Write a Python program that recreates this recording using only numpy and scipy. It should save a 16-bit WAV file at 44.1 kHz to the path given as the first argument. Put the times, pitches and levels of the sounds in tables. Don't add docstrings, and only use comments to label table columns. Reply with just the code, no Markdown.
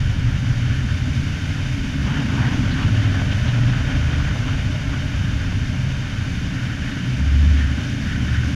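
import sys
import numpy as np
from scipy import signal
from scipy.fft import rfft, irfft
from scipy.io import wavfile

SR = 44100
rng = np.random.default_rng(int(sys.argv[2]) if len(sys.argv) > 2 else 0)


def wrap_up_sound(samples):
    columns = np.atleast_2d(samples).T
    tamed = np.clip(columns, -1, 1)
    steps = np.round(tamed * 32767).astype(np.int16)
    wavfile.write(sys.argv[1], SR, steps)


N = 377055
TIME = np.arange(N) / SR

# time in seconds, cycles per second (a cycle is two turns of the engine).
ENGINE_SPEED = [(0, 12.1), (.5, 13.7), (.9, 12.3), (1.5, 15.05), (2, 13.9), (2.4, 13.4), (3.3, 14.1),
                (3.6, 13.1), (4.1, 15.2), (5.3, 13.5), (5.8, 13.55), (6.8, 13.6), (7.5, 14.45), (7.9, 13.8),
                (8.55, 15.1)]
# multiple of the cycle rate, relative level in dB.
EXHAUST_NOTES = [(2, -38), (3, -38), (4, -40.5), (5, -34.5), (6, -35.5), (7, -31.5), (8, -38.5), (9, -33.5),
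                 (10, -35), (11, -41.5), (12, -47.5), (13, -38), (14, -46), (15, -42), (16, -46), (17, -42),
                 (18, -46), (19, -42.5), (20, -42)]
# peak time in seconds, multiple of the cycle rate, relative peak in dB,
# half length in seconds.
TUNNEL_BOOMS = [(.2, 9, -24, 0.27), (.7, 5, -30, 0.21), (1.05, 7, -28, 0.14), (1.153, 10, -25, 0.21),
                (1.297, 6, -27.5, .12), (2.08, 10, -26, .15), (2.421, 9, -21.5, 0.077), (3.01, 8, -20, 0.1),
                (3.2, 7, -25, 0.31), (3.665, 9, -17.5, 0.12), (3.9, 3, -29, .4), (4.102, 5, -26, 0.15),
                (4.62, 7, -25, .22), (5.58, 7, -25.5, 0.094), (5.91, 10, -30.5, .13),
                (6.403, 5, -29.5, 0.086), (7.099, 9, -23.5, .09), (7.458, 5, -12, .155),
                (7.92, 9, -23.5, 0.077), (8.35, 8, -25, 0.14), (8.4, 5, -22.5, 0.13)]
# frequency in Hz, relative level in dB.
RUMBLE_COLOUR = [(12, -15), (28, -14), (42, -5.5), (60, -4), (85, -1), (125, -1), (150, -5), (190, -28)]
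DRONE_COLOUR = [(110, 2), (160, 0.5), (230, -1.5), (280, 2), (305, -8), (340, -14.5), (385, -17),
                (450, -33)]
AIR_COLOUR = [(250, -1.5), (400, 0), (620, -1.5), (800, -2), (1200, -3), (1600, 1.5), (1950, -7.5),
              (3100, -3), (3900, -17), (6500, -19), (8000, -38)]
HISS_COLOUR = [(1000, -24.5), (1500, 2), (1950, -1), (2200, 3.5), (2600, -1), (3050, 1), (3400, -7),
               (3600, 1.5), (3900, -11), (4700, -6.5), (5200, -8), (6400, -8.5), (7200, -16), (8200, -30)]
SIZZLE_COLOUR = [(7500, -4), (8400, -5), (9100, 1), (10400, -3.5), (10900, -6), (11900, -6.5), (12500, -11),
                 (13700, -11), (14400, -20), (15200, -15)]
# time in seconds, relative level in dB.
RUMBLE_CURVE = [(0, -26), (.6, -30.5), (1.3, -32.5), (1.8, -32), (2.3, -31), (3.3, -29), (4.1, -29.5),
                (4.9, -30.5), (5.4, -30), (5.95, -33.5), (7.9, -34), (8.55, -30.5)]
DRONE_CURVE = [(0, -31), (1.2, -26.5), (1.6, -31), (1.85, -25.5), (2.6, -21), (3.3, -27), (4.2, -27.3),
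               (5.25, -29.5), (5.55, -27.5), (5.9, -32), (6.5, -27.5), (8.55, -26)]
HISS_CURVE = [(0, -45.5), (1.3, -43.5), (3.3, -43), (5.2, -44.5), (6.5, -44.5), (8.55, -43)]
INTAKE_CURVE = [(0, -49.5), (2.5, -48), (3.15, -40), (4.4, -45), (4.8, -41), (5.5, -47), (5.95, -45),
                (6.4, -57), (7, -46), (8.55, -47)]
# pitch in Hz, width in Hz, weight in dB, extra dB per dB of rattle.
CASING_RINGS = [(1532, 282, 0, 4), (1720, 350, -3.5, 4.5), (2060, 230, -19, 3), (3000, 390, -7.5, 4)]
# start in seconds, end in seconds, lift in dB.
RATTLE_SPELLS = [(.27, 0.327, 7), (0.474, .53, 4), (.62, .9, 2.5), (2.07, 2.233, 7.5), (2.39, 2.5, 10),
                 (2.696, 4.42, 5.5), (3.73, 3.755, 7), (4.2, 4.32, 2), (4.9, 5.031, 3), (5.247, 5.327, 8),
                 (5.4, 5.49, 4), (6.527, 7.026, 5), (7.56, 7.7, 8), (7.757, 7.86, 3.5), (8.052, 8.188, 9.5),
                 (8.275, 8.463, 7)]
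# peak time in seconds, relative peak in dB, pitch in Hz, half length in seconds.
SPLASHES_AND_RATTLE = [(2.083, -31, 1000, 0.03), (2.43, -32.5, 910, 0.086), (2.722, -32, 3490, 0.016),
                       (2.82, -29.5, 1050, 0.025), (2.83, -30, 2700, 0.014), (3.04, -39, 2950, 0.024),
                       (3.185, -37, 699, 0.017), (3.32, -28, 2702, 0.0096), (3.49, -32, 2800, 0.018),
                       (4.207, -32, 1112, .012), (4.36, -31, 600, 0.011), (4.489, -27, 1370, 0.01),
                       (4.937, -31, 1350, 0.01), (7.585, -34, 2680, 0.026)]
# frequency in Hz, width in Hz, share cancelled.
HOUSING_DIPS = [(3500, 100, 0.3), (5080, 150, 0.24), (6530, 150, .28)]
# pitch in Hz, level in dB.
WHINE_TONES = [(8780, -79), (11719, -82), (14626, -93)]


def from_db(db):
    return 10 ** (np.asarray(db) / 20)


def rms_one(x):
    return x / np.sqrt(np.mean(np.abs(x) ** 2) + 1e-20)


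def curve(rows):
    return np.interp(TIME, *np.transpose(rows))


def drift(rate_hz):
    step, settle = 40, 2000
    pole = np.exp(-2 * np.pi * rate_hz * step / SR)
    white = rng.standard_normal(N // step + settle + 2)
    slow = signal.lfilter([1], [1, -2 * pole, pole * pole], white)[settle:]
    return np.interp(np.arange(N) / step, np.arange(len(slow)), rms_one(slow))


def noise(colour):
    hz, db = np.transpose(colour)
    octave = np.log2(np.maximum(np.arange(N // 2 + 1) * SR / N, 1))
    points = np.log2(hz)
    outside = np.abs(octave - np.clip(octave, points[0], points[-1]))
    shape = from_db(np.interp(octave, points, db) - 36 * outside)
    return rms_one(irfft(rfft(rng.standard_normal(N)) * shape, N))


def resonance(x, hz, width_hz):
    r = np.exp(-np.pi * width_hz / SR)
    feedback = [1, -2 * r * np.cos(2 * np.pi * hz / SR), r * r]
    return signal.lfilter(np.array([1, 0, -1]) * (1 - r * r) / 2, feedback, x)


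def ring(x, hz, width_hz):
    return rms_one(resonance(resonance(x, hz, width_hz), hz, width_hz))


def swell(peak_s, half_length_s):
    return np.exp(-.5 * ((TIME - peak_s) / half_length_s) ** 2)


def held(start_s, end_s, attack_s, release_s):
    return np.clip(.5 + np.minimum((TIME - start_s) / attack_s, (end_s - TIME) / release_s), 0, 1)


def firing(cycles, sharpness):
    bumps = [np.exp(sharpness * (np.cos(2 * np.pi * (cycles - at)) - 1)) for at in (0, 315 / 720)]
    return rms_one(sum(bumps))


def air_and_spray(dry_db=-39.5, wet_start_s=2.04, wet_end_s=4.74):
    water_db = 5 - 0.4 * (TIME - wet_start_s)
    level_db = dry_db + water_db * held(wet_start_s, wet_end_s, attack_s=.05, release_s=1)
    flutter_db = 1.13 + 0.2 * np.maximum(level_db - np.median(level_db), 0)
    return from_db(level_db + flutter_db * drift(32)) * noise(AIR_COLOUR)


def tyres():
    gain = from_db(curve(HISS_CURVE) + .5 * drift(13))
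    return gain * (from_db(7) * noise(HISS_COLOUR) + from_db(-16) * noise(SIZZLE_COLOUR))


def splashes_and_rattle(trim_db=-4.5, top_hz=4600):
    out = np.zeros(N)
    for peak_s, db, hz, half_length_s in SPLASHES_AND_RATTLE:
        band = ring(rng.standard_normal(N), hz, width_hz=0.59 * hz)
        out += from_db(db + trim_db) * band * swell(peak_s, half_length_s)
    return signal.sosfilt(signal.butter(4, top_hz, fs=SR, output="sos"), out + 1e-18)


def intake(trim_db=-4.5):
    hum = ring(rng.standard_normal(N), hz=600, width_hz=62)
    return from_db(curve(INTAKE_CURVE) + trim_db) * hum


def valve_gear(cycles, quiet_db=-42.5):
    spells_db = sum(db * held(start, end, attack_s=0.024, release_s=0.1)
                    for start, end, db in RATTLE_SPELLS)
    level_db = quiet_db + spells_db + .9 * drift(3.5)
    taps = rng.standard_normal(N) * from_db(2.1 * drift(60))
    taps *= 1 + 0.14 * firing(2 * cycles, sharpness=2.8)
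    rattle_db = level_db - np.median(level_db)
    rings = np.array([ring(taps, hz, width) for hz, width, _, _ in CASING_RINGS])
    weights = np.array([from_db(db + growth * rattle_db) for _, _, db, growth in CASING_RINGS])
    return from_db(level_db) * np.sum(weights * rings, axis=0) / np.linalg.norm(weights, axis=0)


def wind_and_echoes(cycles, rumble_db, drone_db):
    throb = rms_one(1 + 0.14 * firing(cycles, sharpness=7.5))
    rumble = from_db(rumble_db + 6.5) * noise(RUMBLE_COLOUR)
    drone = from_db(drone_db - 2.5) * noise(DRONE_COLOUR)
    return rumble + drone * throb


def booms(cycles, trim_db=0.5):
    out = np.zeros(N)
    path_phase = 0.26 * drift(7.3) + 0.87 * drift(0.63)
    for peak_s, multiple, db, half_length_s in TUNNEL_BOOMS:
        note = np.cos(2 * np.pi * (multiple * cycles + rng.random()) + path_phase)
        out += from_db(db + trim_db) * swell(peak_s, half_length_s) * note
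    return np.sqrt(2) * out


def exhaust(cycles, rumble_db, drone_db, fade_hz=2.07, silencer_hz=288, split_hz=145):
    out = np.zeros(N)
    speed = curve(ENGINE_SPEED)
    for multiple, db in EXHAUST_NOTES:
        follow_db = rumble_db if multiple * speed.mean() < split_hz else drone_db
        gain = from_db(db + 0.84 * (follow_db - np.median(follow_db)))
        gain /= np.hypot(1, (multiple * speed / silencer_hz) ** 20)
        echoes = rms_one(drift(fade_hz) + 1j * drift(fade_hz))
        note = np.exp(2j * np.pi * (multiple * cycles + rng.random()))
        out += gain * np.real(note * echoes)
    return np.sqrt(2) * out


def scene():
    cycles = np.cumsum(curve(ENGINE_SPEED)) / SR
    rumble_db, drone_db = curve(RUMBLE_CURVE), curve(DRONE_CURVE)
    mix = exhaust(cycles, rumble_db, drone_db) + booms(cycles)
    mix += wind_and_echoes(cycles, rumble_db, drone_db)
    mix += valve_gear(cycles) + intake()
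    mix += air_and_spray() + tyres() + splashes_and_rattle()
    return mix[None]


def record(dry, top_hz=15200):
    for hz, width_hz, share in HOUSING_DIPS:
        dry = dry - share * resonance(dry, hz, width_hz)
    whine = sum(np.sqrt(2) * from_db(db) * np.sin(2 * np.pi * hz * TIME) for hz, db in WHINE_TONES)
    fade = np.clip(np.minimum(TIME, TIME[-1] - TIME) / .004, 0, 1)
    treble_cut = signal.ellip(10, .1, 80, top_hz, fs=SR, output="sos")
    return signal.sosfilt(treble_cut, fade * (dry + whine))


dry = scene()
out = record(dry)
wrap_up_sound(out)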